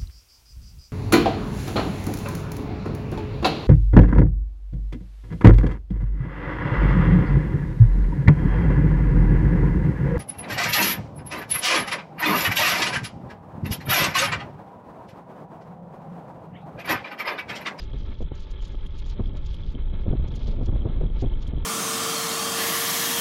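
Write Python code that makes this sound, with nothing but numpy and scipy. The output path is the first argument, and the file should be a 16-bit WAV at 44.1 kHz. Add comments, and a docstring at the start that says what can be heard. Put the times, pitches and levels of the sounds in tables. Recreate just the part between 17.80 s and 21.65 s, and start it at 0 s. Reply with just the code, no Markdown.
"""A concrete track, heard from a camera riding on a bicycle.
Wind rumbles on the microphone port and breaks into short buffets as eddies hit it. The tyres roll
with a steady rush that rings faintly in the frame, the chain ticks tooth by tooth, and vibration
shakes out a fine sizzle that comes and goes, with sharper clicks from a loose part."""
import sys
import numpy as np
from scipy import signal
from scipy.fft import rfft, irfft, next_fast_len
from scipy.io import wavfile
from scipy.ndimage import uniform_filter1d

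SR = 44100
rng = np.random.default_rng(int(sys.argv[2]) if len(sys.argv) > 2 else 0)


def wav_out(sig):
    """Save sig, one row per channel (or a flat mono array), as 16-bit PCM at SR to the path in sys.argv[1]."""
    wavfile.write(sys.argv[1], SR, np.round(np.clip(np.atleast_2d(sig).T, -1, 1) * 32767).astype(np.int16))


N = 169785
TIME = np.arange(N) / SR


def from_db(db):
    """Decibels to gain."""
    return 10 ** (np.asarray(db) / 20)


def rms_one(x):
    """Scale to rms 1."""
    return x / np.sqrt(np.mean(x ** 2) + 1e-20)


def envelope(rows):
    """Gain per sample from rows of time in seconds, level in dB."""
    return from_db(np.interp(TIME, *np.transpose(rows)))


def evened(x, span_s):
    """Flatten swells longer than the span; rms 1."""
    width = max(int(span_s * SR), 2)
    power = uniform_filter1d(uniform_filter1d(x * x, width), width)
    return rms_one(x / np.sqrt(np.abs(power) + 1e-6))


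def drift(rate_hz):
    """Slow random wander, rms 1."""
    hop, settle = 40, 2000
    pole = np.exp(-2 * np.pi * rate_hz * hop / SR)
    white = rng.standard_normal(N // hop + settle + 2)
    slow = signal.lfilter([1], [1, -2 * pole, pole * pole], white)[settle:]
    return np.interp(np.arange(N) / hop, np.arange(len(slow)), rms_one(slow))


def flutter(rate_hz, depth_db):
    """Randomly wavering gain, rms 1."""
    return rms_one(from_db(depth_db * 2 * np.tanh(drift(rate_hz) / 2)))


def coloured(x, colour):
    """Filter to rms 1. Each colour row: frequency in Hz, relative level in dB."""
    hz, db = np.transpose(colour)
    size = next_fast_len(N)
    bins_hz = np.maximum(np.fft.rfftfreq(size, 1 / SR), 1)
    gain = from_db(np.interp(np.log(bins_hz), np.log(hz), db))
    skirts = np.minimum(bins_hz / hz[0], 1) * np.minimum(hz[-1] / bins_hz, 1) ** 5
    return rms_one(irfft(rfft(x, size) * gain * skirts, size)[:N])


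def noise(colour):
    """Coloured Gaussian noise, rms 1."""
    return coloured(rng.standard_normal(N), colour)


def tyres():
    """Rubber rushes on concrete; frame and camera mount resonate under it with a wavering hum."""
    # Each row: frequency in Hz, relative level in dB.
    rush_colour = [(200, 7), (400, 5), (700, -4), (1150, 4), (1550, -2.5), (1900, -4.5), (2500, -1),
                   (2850, -5.5), (3300, -0.5), (4000, -3), (4700, -30.5), (6000, -50.5)]
    # Each row: resonance in Hz, width in Hz, level in dB.
    frame_modes = [(382.4, 65, -56), (526.4, 66, -65), (585, 30, -65.5), (881, 48, -63.5), (1323, 25, -71),
                   (1703, 39, -72.5), (2177, 80, -70), (3185, 330, -72)]
    rush = from_db(-56.5) * noise(rush_colour)
    waver = 1 + 0.012 * drift(rate_hz=3)
    rad_per_hz = 2 * np.pi * np.cumsum(waver) / SR
    hum = 0
    for hz, width_hz, db in frame_modes:
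        lowpass = signal.butter(2, width_hz / 2, fs=SR, output="sos")
        i, q = signal.sosfilt(lowpass, rng.standard_normal((2, N)))
        mode = i * np.cos(hz * rad_per_hz) + q * np.sin(hz * rad_per_hz)
        hum = hum + from_db(db) * evened(mode, span_s=0.26)
    return (rush + hum) * flutter(rate_hz=30, depth_db=3.16)


def sizzle():
    """Vibration shakes a fine rattle out of the bicycle: tiny clicks in a flickering hiss."""
    # Each row: time in seconds, relative level in dB.
    levels = [(0, -54), (.08, -74), (.2, -64), (.28, -71), (.42, -62), (.47, -92), (.53, -93), (.56, -61),
              (.72, -67), (.77, -82), (.83, -59), (.98, -64.5), (1.14, -70), (1.2, -58.5), (1.31, -61),
              (1.4, -87), (1.47, -66), (1.52, -89), (1.57, -59), (1.64, -76), (1.67, -57.5), (1.78, -65.5),
              (1.94, -64.5), (2.0, -92), (2.14, -103), (2.22, -64.5), (2.3, -120.5), (2.45, -82),
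              (2.56, -58), (2.74, -62), (2.8, -80.5), (2.86, -55), (2.91, -93), (3.06, -101.5),
              (3.26, -100), (3.41, -53.5), (3.45, -87), (3.57, -83), (3.63, -55), (3.72, -101), (3.85, -96)]
    # Each row: frequency in Hz, relative level in dB.
    colour = [(1500, -3), (3300, 17), (4800, 12.5), (6800, -1), (8200, -26.5)]
    grains_per_s, spread_db, grain_share = 960, 4.5, 0.95
    sizes = from_db(spread_db * np.minimum(rng.exponential(1, N), 2))
    signs = rng.choice([-1, 1], N)
    grains = rms_one(sizes * signs * (rng.random(N) < grains_per_s / SR))
    source = np.sqrt(grain_share) * grains + np.sqrt(1 - grain_share) * rng.standard_normal(N)
    return from_db(2) * envelope(levels) * coloured(source, colour) * flutter(rate_hz=30, depth_db=4)


def rattle():
    """A loose part clicks now and then: mostly dull, sometimes with a bright splash on top."""
    # Each row: peak time in seconds, relative level in dB, brightness in dB.
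    clicks = [(0.039, -47.5, -10), (.19, -54.5, -12), (.425, -51, -19), (0.557, -48, -13), (0.605, -49, 3),
              (0.625, -51, -12), (.715, -46, 3), (0.825, -45, -18), (0.854, -43.5, -4), (0.881, -48.5, 5),
              (0.924, -53, -12), (1.067, -51.5, 12.5), (1.19, -45, 5), (1.269, -47, -16), (1.299, -43, 1),
              (1.573, -49, -31), (1.666, -44.5, -17), (1.746, -52.5, 14), (1.924, -55.5, 9),
              (2.484, -48.5, -17), (2.561, -42, 6), (2.678, -48, -25), (2.863, -45.5, -27),
              (3.418, -42, -15), (3.625, -47, -15), (3.678, -46.5, 10)]
    # Each row of both: frequency in Hz, relative level in dB.
    body_colour = [(1500, -3.5), (3300, 14), (5000, 9.5), (7000, 10), (8300, -13.5)]
    splash_colour = [(7000, -10), (8500, -7.5), (9700, -1), (11300, -11), (12600, -7), (14000, -16)]
    rise_s, decay_s = 0.0066, 0.0054
    body, splash = 0, 0
    for peak_s, db, bright_db in clicks:
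        tau_s = np.where(TIME < peak_s, rise_s, decay_s)
        burst = from_db(db - 7.5) * np.exp(-np.abs(TIME - peak_s) / tau_s)
        body = body + burst
        splash = splash + from_db(bright_db - 20.5) * burst
    return body * noise(body_colour) + splash * noise(splash_colour)


def chain():
    """Each link seats on the chainring with a tiny ping at its own pitch; a few knock harder."""
    # Each row: start in seconds, relative peak level in dB.
    knocks = [(0.132, -34), (0.4873, -37.5), (0.7658, -35), (0.7874, -46), (0.8038, -34), (1.063, -31.5),
              (1.2203, -41), (1.4579, -33.5), (1.7426, -30.5), (1.8347, -32), (1.892, -38), (1.9502, -32),
              (2.084, -42.5), (2.1405, -42), (2.5396, -34.5), (2.6182, -34.5), (2.8662, -37), (2.884, -36),
              (2.979, -38), (3.019, -35), (3.095, -38), (3.2677, -39.5), (3.4594, -31.5), (3.498, -36),
              (3.538, -36), (3.668, -33), (3.7827, -35.5)]
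    teeth_per_s, jitter_s, tooth_db, spread_db = 51.5, 0.0015, -51, 3
    ping_hz, scatter_hz, t60_s, contact_s = 3273, 79.4, 0.017, 0.0007
    teeth_s = np.arange(0, N / SR, 1 / teeth_per_s)
    lateness, strength = rng.standard_normal((400, 2))[:len(teeth_s)].T
    knock_s, knock_db = np.transpose(knocks)
    starts_s = np.r_[knock_s, np.maximum(teeth_s + jitter_s * lateness, 0)]
    peaks_db = np.r_[knock_db - 8.5, tooth_db + spread_db * np.minimum(strength, 1.5)]
    pitches_hz = ping_hz + scatter_hz * rng.standard_normal(500)
    age_s = np.arange(SR // 20) / SR
    attack = 1 - np.exp(-(age_s / contact_s) ** 2)
    ring = attack * np.exp(-np.log(1000) * age_s / t60_s)
    ticks = np.zeros(N + SR)
    for at, db, hz in zip((starts_s * SR).astype(int), peaks_db, pitches_hz):
        ticks[at:at + len(ring)] += from_db(db) * ring / ring.max() * np.sin(2 * np.pi * hz * age_s)
    return ticks[:N]


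def vortices():
    """An uneven run of small vortices, each a sharp pressure dip, in a rush of air."""
    dips_per_s, dip_share = 170, 0.38
    gaps, sizes = rng.uniform(0.4, 1.6, (2000, 2)).T
    at = (np.cumsum(gaps) * SR / dips_per_s).astype(int)
    dips = np.zeros(N)
    dips[at[at < N]] = -sizes[at < N]
    return np.sqrt(dip_share) * rms_one(dips) + np.sqrt(1 - dip_share) * rng.standard_normal(N)


def buffets():
    """Eddies hit the port, each a brief, dull, rough flap; the hardest crackle."""
    # Each row: peak time in seconds, decay time in seconds, relative level in dB.
    eddies = [(0.137, 0.013, -35), (0.407, 0.0031, -30), (0.42, 0.0055, -26.5), (0.518, 0.0044, -25),
              (0.943, 0.011, -39), (1.4, 0.011, -22.5), (1.95, 0.01, -32), (2.133, 0.0096, -32.5),
              (2.262, 0.0092, -27.5), (2.282, 0.0076, -23), (2.311, 0.0094, -26), (2.331, 0.0089, -20.5),
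              (2.352, 0.0072, -28.5), (2.396, 0.0038, -28), (2.444, 0.0043, -30), (2.684, 0.007, -27.5),
              (2.739, 0.0051, -32.5), (2.794, 0.014, -32), (2.817, 0.013, -27), (2.889, 0.0098, -22.5),
              (2.933, 0.014, -27), (2.961, 0.0055, -25.5), (3.058, 0.011, -24.5), (3.108, 0.014, -34.5),
              (3.215, 0.005, -25.5), (3.238, 0.0089, -26.5), (3.26, 0.011, -32.5), (3.303, 0.0018, -27.5),
              (3.426, 0.0048, -24), (3.44, .011, -23.5), (3.463, 0.0092, -26.5), (3.735, 0.0067, -29),
              (3.776, 0.0048, -28)]
    # Each row of both: frequency in Hz, relative level in dB.
    flap_colour = [(40, -6.5), (85, 10.5), (160, -1.5), (290, -4), (450, -12), (700, -21), (1100, -35),
                   (1700, -49.5), (3000, -66)]
    crackle_colour = [(400, -19), (900, 4), (1250, 0), (1600, -12)]
    power = 0
    for peak_s, decay_s, db in eddies:
        width_s = decay_s * np.where(TIME < peak_s, 0.51, 1)  # faster rise than fall
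        power = power + from_db(db) ** 2 * np.exp(-((TIME - peak_s) / width_s) ** 2)
    flap = from_db(1.5) * np.sqrt(power) * evened(coloured(vortices(), flap_colour), span_s=0.015)
    crackle = from_db(-46.5) * power / power.max() * coloured(vortices(), crackle_colour)
    return flap + crackle


def wind():
    """Deep pressure swings on the microphone port, with lumpy finer turbulence above them."""
    # Each row of both: time in seconds, relative level in dB.
    rumble_levels = [(0.0, -33.5), (0.03, -30), (0.28, -25), (0.36, -37.5), (0.42, -23), (0.66, -33.5),
                     (0.73, -28.5), (1.35, -26.5), (1.41, -25.5), (1.91, -27), (2.11, -23), (2.27, -24),
                     (2.32, -17), (2.36, -28.5), (2.41, -17.5), (2.57, -29.5), (2.63, -24), (2.98, -20),
                     (3.1, -27.5), (3.23, -17), (3.37, -23.5), (3.52, -18.5), (3.63, -29), (3.85, -22)]
    turbulence_levels = [(0, -38), (.15, -42.5), (.33, -39), (.48, -45), (.6, -46.5), (.88, -41.5),
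                         (1.03, -43), (1.3, -42), (1.5, -31), (1.7, -46), (1.87, -39.5), (2.05, -38.5),
                         (2.22, -38.5), (2.42, -32), (2.58, -35.5), (2.85, -34.5), (3.12, -29), (3.3, -37),
                         (3.55, -34), (3.85, -32.5)]
    # Each row of both: frequency in Hz, relative level in dB.
    rumble_colour = [(12, -4.5), (27, 4), (50, -2), (80, -12.5), (120, -22), (170, -21.5), (300, -53.5),
                     (600, -62)]
    turbulence_colour = [(50, 7.5), (110, 6.5), (160, -2.5), (260, -4.5), (380, -12), (550, -16),
                         (800, -25), (1400, -35.5), (3000, -68.5)]
    rumble = envelope(rumble_levels) * evened(noise(rumble_colour), span_s=0.17)
    turbulence = envelope(turbulence_levels) * evened(noise(turbulence_colour), span_s=0.29)
    return from_db(-1) * rumble + from_db(-1.5) * turbulence * flutter(rate_hz=16, depth_db=2.5)


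def scene():
    """Wind and bicycle at one microphone."""
    return (wind() + buffets() + tyres() + chain() + sizzle() + rattle())[None]


def record(dry):
    """Steep low-pass on the top treble."""
    stop_db, stop_hz = 70, 15000
    return signal.sosfilt(signal.cheby2(12, stop_db, stop_hz, fs=SR, output="sos"), dry)


dry = scene()
out = record(dry)
wav_out(out)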